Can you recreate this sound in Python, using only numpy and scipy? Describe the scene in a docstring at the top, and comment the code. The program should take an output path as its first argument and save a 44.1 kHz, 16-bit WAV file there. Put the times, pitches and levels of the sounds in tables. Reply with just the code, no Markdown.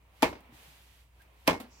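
"""Two sharp slaps, each with a short ring and a soft knock after it, over low rumble and a faint
background hiss whose treble drops out and comes back.
A practice sword hits a padded wooden post on an open lawn. Each blow grazes the cover, slaps the
padding and rings post and blade; the cover cracks as the padding bottoms out, and the post rocks in
its tyre base. Rocks, trees and a house wall scatter the sound."""
import sys
import numpy as np
from scipy import signal
from scipy.fft import rfft, irfft
from scipy.io import wavfile

SR = 44100
rng = np.random.default_rng(int(sys.argv[2]) if len(sys.argv) > 2 else 0)


def inscribe(sig):
    """Save sig as 16-bit PCM at rate SR to the path in sys.argv[1].

    A 1-D sig is mono; a 2-D sig holds one channel per row.
    Samples are clipped to [-1, 1] before scaling.
    """
    pcm = np.round(np.clip(np.atleast_2d(sig).T, -1, 1) * 32767)
    wavfile.write(sys.argv[1], SR, pcm.astype(np.int16))


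N = 79380

# microphone pair: freq_hz, left_right_db, left_lead_rad, near_coherence, scattered_coherence
MIC_PAIR = [(90, -0.5, -0.01, 0.91, 0.97), (280, -1.5, 0.44, 0.92, 1), (550, -0.5, 1, .9, .55),
            (1050, 2.5, -0.44, 0.22, .25), (2100, -4, -2, 0.85, 0.067), (4000, -4, -1.25, .2, .15),
            (7000, 0.5, -1.5, .15, 0.21), (14000, 0, 4, 0.24, .15)]
# background spectra: freq_hz, density_db
RUMBLE_COLOUR = [(20, -17), (40, -9), (60, -4), (80, -3.5), (130, -11), (250, -26.5), (600, -40)]
MID_HISS_COLOUR = [(100, -2.5), (400, 1), (1000, 3), (1500, -5.5), (2400, -0.5), (4000, -14.5), (7000, -27),
                   (15000, -17.5)]
TREBLE_HISS_COLOUR = [(300, -17), (1000, -6), (1500, -2.5), (3200, 0), (5500, -8), (9000, -9.5),
                      (14500, -6.5), (16000, -21)]
# background hiss levels: time_s, level_db
MID_HISS_LEVEL = [(0, -69.5), (.2, -64.5), (.45, -60.5), (.62, -61.5), (1.0, -71), (1.11, -72.5),
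                  (1.219, -64.5), (1.42, -67.5), (1.8, -62.5)]
TREBLE_HISS_LEVEL = [(0, -91), (.1, -79.5), (.17, -67), (0.299, -57.5), (.48, -99), (0.538, -60.5),
                     (.64, -57.5), (.85, -63), (1.01, -65), (1.1, -81), (1.21, -69), (1.29, -78.5),
                     (1.41, -67), (1.67, -71), (1.73, -76), (1.8, -71)]  # drops out and comes back
# small noises: start_s, level_db, rise_s, t60_s
KNOCKS = [(.327, -39, 0.0015, 0.076), (.35, -48.5, 0.003, 0.26), (1.599, -41, 0.0025, 0.17),
          (1.636, -53, 0.0023, 0.27)]
RUBS = [(.405, -59.5, 0.00062, 0.036), (1.217, -59.5, .002, 0.065), (1.597, -46.5, 0.0068, 0.11)]  # blade cover and grip
RUSTLE = [(1.675, -63, .07, 3)]  # sword drawn back
SQUEAK = [(1.188, -60, .026, .1)]
# their spectra: freq_hz, density_db
KNOCK_COLOUR = [(60, -22), (150, -13), (260, 3.5), (400, -5), (750, -4.5), (1300, -12.5), (2200, -15),
                (5000, -24), (9000, -42), (16000, -48)]
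RUB_COLOUR = [(200, -18.5), (1500, -9), (3300, -4.5), (5500, -15), (9000, -10), (14500, -8), (16500, -16)]
RUSTLE_COLOUR = [(2000, -37), (4200, -5), (5300, 5), (6700, 1.5), (7900, -3.5), (9000, -37), (16000, -32)]
SQUEAK_COLOUR = [(1300, -46), (1530, -16), (1610, 2), (1700, -12), (2000, -50)]
# low bumps after the blows: start_s, pitch_hz, level_db, rise_s, t60_s
BUMPS = [(.328, 281, -42.5, 0.008, 0.036), (0.486, 237.6, -54.5, 0.011, 0.19),
         (0.521, 302.6, -57, 0.0061, .2), (0.512, 130, -56.5, .02, 0.15), (.67, 150, -57.5, 0.0138, 0.15),
         (1.599, 259, -37.5, 0.0096, 0.067), (1.635, 246.7, -43.5, 0.0027, 0.15)]
# garden echoes: freq_hz, density_db, t60_s
SCATTER_BANDS = [(70, -24.5, 0.3), (150, -6, 0.29), (280, 3.5, .24), (410, 1, 0.27), (620, 0, .22),
                 (960, 2, .22), (1410, -8.5, 0.2), (2300, -4, 0.18), (3400, -13, 0.18), (5000, -17.5, 0.22),
                 (7600, -24.5, .2), (11060, -29.5, .2), (16000, -28.5, 0.19)]
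# post and blade modes: pitch_hz, t60_s, left_right_db, first_blow_db, second_blow_db
MODES = [(170, .12, 0, -38, -24.5), (281.5, 0.057, -0.5, -12, -14.5), (300.8, .2, 0, -30, -37),
         (478, .08, 2.5, -19, -21.5), (523, 0.054, -2, -27, -16.5), (641.5, .1, 4, -18, -17),
         (854.5, .17, 2, -26, -25), (880, 0.057, 7.5, -13.5, -24), (1033, 0.15, 4.5, -24.5, -22),
         (1121, .14, 4, -32.5, -25.5), (1753, .14, -5.5, -31.5, -28.5), (2162, 0.27, -4, -32.5, -27.5),
         (2296, 0.12, -6, -27.5, -27.5), (2450, .07, -8.5, -32.5, -23), (3165, .11, -6, -32.5, -33),
         (3385, .1, -1.5, -38.5, -27)]
# spectra of the parts of a blow: freq_hz, density_db
SWISH_COLOUR = [(80, -6), (250, -3.5), (700, -10.5), (2300, -8.5), (5000, -19), (15000, -30.5)]
GRAZE_COLOUR = [(100, -31.5), (300, -2), (600, 1.5), (900, -0.5), (2000, -7), (4500, -8.5), (7000, -17),
                (11000, -13), (14500, -17.5), (16500, -29)]
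SLAP_COLOUR = [(100, -37), (300, -17), (600, -8.5), (950, -2), (1400, -3.5), (2400, 0), (3600, -5),
               (5200, -10), (7500, -17.5), (11000, -17.5), (14500, -18), (16500, -29)]
CRACK_COLOUR = [(300, -16), (1500, -3), (4000, 1.5), (7000, -10), (10000, -5.5), (14000, -2), (16000, -13)]
BASE_COLOUR = [(20, -15.5), (40, -6.5), (60, -4), (90, -7.5), (130, -10.5), (220, -22), (600, -58.5)]
# sword blows: start_s, slap_db, slap_rise_s, slap_t60_s, tilt_db_per_octave, graze_lead_s, graze_db,
# ring_lead_s, push_s, crack_lag_s, crack_db, scatter_db, base_db
BLOWS = [(0.2275, -20.5, .0025, .05, -0.5, .0049, -21, .0022, 0.0074, .0025, -29, -24.5, -39),
         (1.4755, -16, 0.00054, 0.031, 1.5, 0.005, -38, -.0002, 0.0075, 0.00246, -20.5, -22, -39.5)]

TIME_S = np.arange(N) / SR
SIDE = np.array([[.5], [-.5]])  # left, right


def undb(db):
    """Decibels to amplitude."""
    return 10 ** (np.asarray(db) / 20)


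def across(table, column=1):
    """Table column interpolated over all FFT bins, in log frequency."""
    rows = np.array(table, float)
    return np.interp(np.log(np.arange(N // 2 + 1) * SR / N + 1), np.log(rows[:, 0]), rows[:, column])


def mic_spectra(colour, near):
    """Spectra of coloured noise, partly coherent between the two microphones."""
    coherence = np.clip(across(MIC_PAIR, 3 if near else 4), 0, 1)
    shared, own = rfft(rng.standard_normal(N)), rfft(rng.standard_normal((2, N)))
    white = np.sqrt(coherence) * shared + np.sqrt(1 - coherence) * own
    placement = undb(SIDE * across(MIC_PAIR)) * np.exp(1j * SIDE * across(MIC_PAIR, 2))
    gain = undb(across(colour))
    return white * placement * gain / np.sqrt(np.mean(gain ** 2))


def noise(colour, near=True):
    """Coloured stereo noise, rms near 1."""
    return irfft(mic_spectra(colour, near), N)


def envelope(start_s, rise_s, t60_s):
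    """Smooth rise, exponential decay."""
    age_s = np.maximum(TIME_S - start_s, 0)
    attack = np.sin(np.pi / 2 * np.minimum(age_s / rise_s, 1)) ** 2
    return attack * np.exp(-np.log(1000) * np.maximum(age_s - rise_s, 0) / t60_s)


def mode(start_s, pitch_hz, rise_s, t60_s, lead_rad=0):
    """One damped sine."""
    return envelope(start_s, rise_s, t60_s) * np.sin(2 * np.pi * pitch_hz * (TIME_S - start_s) + lead_rad)


def background(rumble_db=-66.5, hum_db=-59, hum_hz=60):
    """Steady rumble and hum; faint, uneven hiss whose treble drops out and comes back."""
    out = undb(rumble_db) * noise(RUMBLE_COLOUR) + undb(hum_db) * np.sin(2 * np.pi * hum_hz * TIME_S)
    for colour, curve in ((MID_HISS_COLOUR, MID_HISS_LEVEL), (TREBLE_HISS_COLOUR, TREBLE_HISS_LEVEL)):
        level_db = np.interp(TIME_S, *np.array(curve).T)
        out += undb(level_db) * noise(colour, near=False)
    return out


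def small_noises():
    """Noise bursts: soft knocks, rubs of cover and grip, a high rustle, a faint rough squeak."""
    out = 0
    for events, colour in ((KNOCKS, KNOCK_COLOUR), (RUBS, RUB_COLOUR),
                           (RUSTLE, RUSTLE_COLOUR), (SQUEAK, SQUEAK_COLOUR)):
        for start_s, level_db, rise_s, t60_s in events:
            out += undb(level_db) * noise(colour) * envelope(start_s, rise_s, t60_s)
    return out


def low_bumps():
    """Low bumps after the blows, one mode each."""
    return sum(undb(level_db) * mode(start_s, pitch_hz, rise_s, t60_s)
               for start_s, pitch_hz, level_db, rise_s, t60_s in BUMPS)


def garden_scatter(start_s, lag_s=.0053, rise_s=.008, echoes_per_s=1200, unevenness=.25):
    """Many small echoes of uneven size; each band decays at its own rate."""
    spectra, out = mic_spectra(SCATTER_BANDS, near=False), 0
    for freq_hz, _, t60_s in SCATTER_BANDS:
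        band = across([(row[0], row[0] == freq_hz) for row in SCATTER_BANDS])
        out += irfft(spectra * band, N) * envelope(start_s + lag_s, rise_s, t60_s)
    grain = np.interp(TIME_S * echoes_per_s, np.arange(N), rng.standard_normal(N))
    sizes = np.exp(unevenness * grain)
    return out * sizes / np.sqrt(np.mean(sizes ** 2))


def base_thump(start_s, lag_s=.008):
    """The post rocks in its tyre base."""
    return noise(BASE_COLOUR) * envelope(start_s + lag_s, rise_s=.02, t60_s=.3)


def blade_swish(peak_s, level_db=-41.5, tau_s=.0065):
    """The blade's swish grows up to the blow and fades after it."""
    return undb(level_db) * noise(SWISH_COLOUR) * np.exp(-np.abs(TIME_S - peak_s) / tau_s)


def cover_graze(start_s):
    """The blade grazes the cover just before the slap."""
    return noise(GRAZE_COLOUR) * envelope(start_s, rise_s=.0006, t60_s=.03)


def cover_crack(start_s):
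    """The cover cracks as the padding bottoms out."""
    return noise(CRACK_COLOUR) * envelope(start_s, rise_s=.00058, t60_s=.019)


def padding_slap(start_s, rise_s, t60_s, tilt_db_per_octave, pivot_hz=1000):
    """The blade slaps the padding; positive tilt is brighter."""
    colour = [(hz, db + tilt_db_per_octave * np.log2(hz / pivot_hz)) for hz, db in SLAP_COLOUR]
    return noise(colour) * envelope(start_s, rise_s, t60_s)


def post_ring(start_s, push_s, blow_index, trim_db=-3.5, corner_hz=281.5, rise_exponent=.44):
    """Post and blade ring; low modes build up with the padding's push, high ones faster."""
    out = 0
    mic_hz, _, mic_lead_rad, _, _ = np.array(MIC_PAIR).T
    for pitch_hz, t60_s, left_right_db, *blow_db in MODES:
        lead_rad = SIDE * np.interp(pitch_hz, mic_hz, mic_lead_rad)
        rise_s = push_s * min(corner_hz / pitch_hz, 1) ** rise_exponent
        gain = undb(blow_db[blow_index] + trim_db + SIDE * left_right_db)
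        out += gain * mode(start_s, pitch_hz, rise_s, t60_s, lead_rad)
    return out


def sword_blows():
    """The sword hits the post; the parts of each blow start milliseconds apart."""
    out = 0
    for index, (start_s, slap_db, slap_rise_s, slap_t60_s, tilt_db_per_octave, graze_lead_s, graze_db,
                ring_lead_s, push_s, crack_lag_s, crack_db, scatter_db, base_db) in enumerate(BLOWS):
        out += blade_swish(start_s)
        out += undb(graze_db) * cover_graze(start_s - graze_lead_s)
        out += undb(slap_db) * padding_slap(start_s, slap_rise_s, slap_t60_s, tilt_db_per_octave)
        out += undb(crack_db) * cover_crack(start_s + crack_lag_s)
        out += post_ring(start_s - ring_lead_s, push_s, index)
        out += undb(scatter_db) * garden_scatter(start_s)
        out += undb(base_db) * base_thump(start_s)
    return out


def scene():
    """Two blows on the lawn, in stereo."""
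    return sword_blows() + low_bumps() + small_noises() + background()


def record(dry):
    """Cuts the deepest bass and the top treble."""
    low_cut_hz, high_cut_hz = 38, 15900
    thin = signal.sosfilt(signal.butter(2, low_cut_hz, "high", fs=SR, output="sos"), dry)
    return signal.sosfilt(signal.ellip(8, .2, 70, high_cut_hz, fs=SR, output="sos"), thin)


dry = scene()
out = record(dry)
inscribe(out)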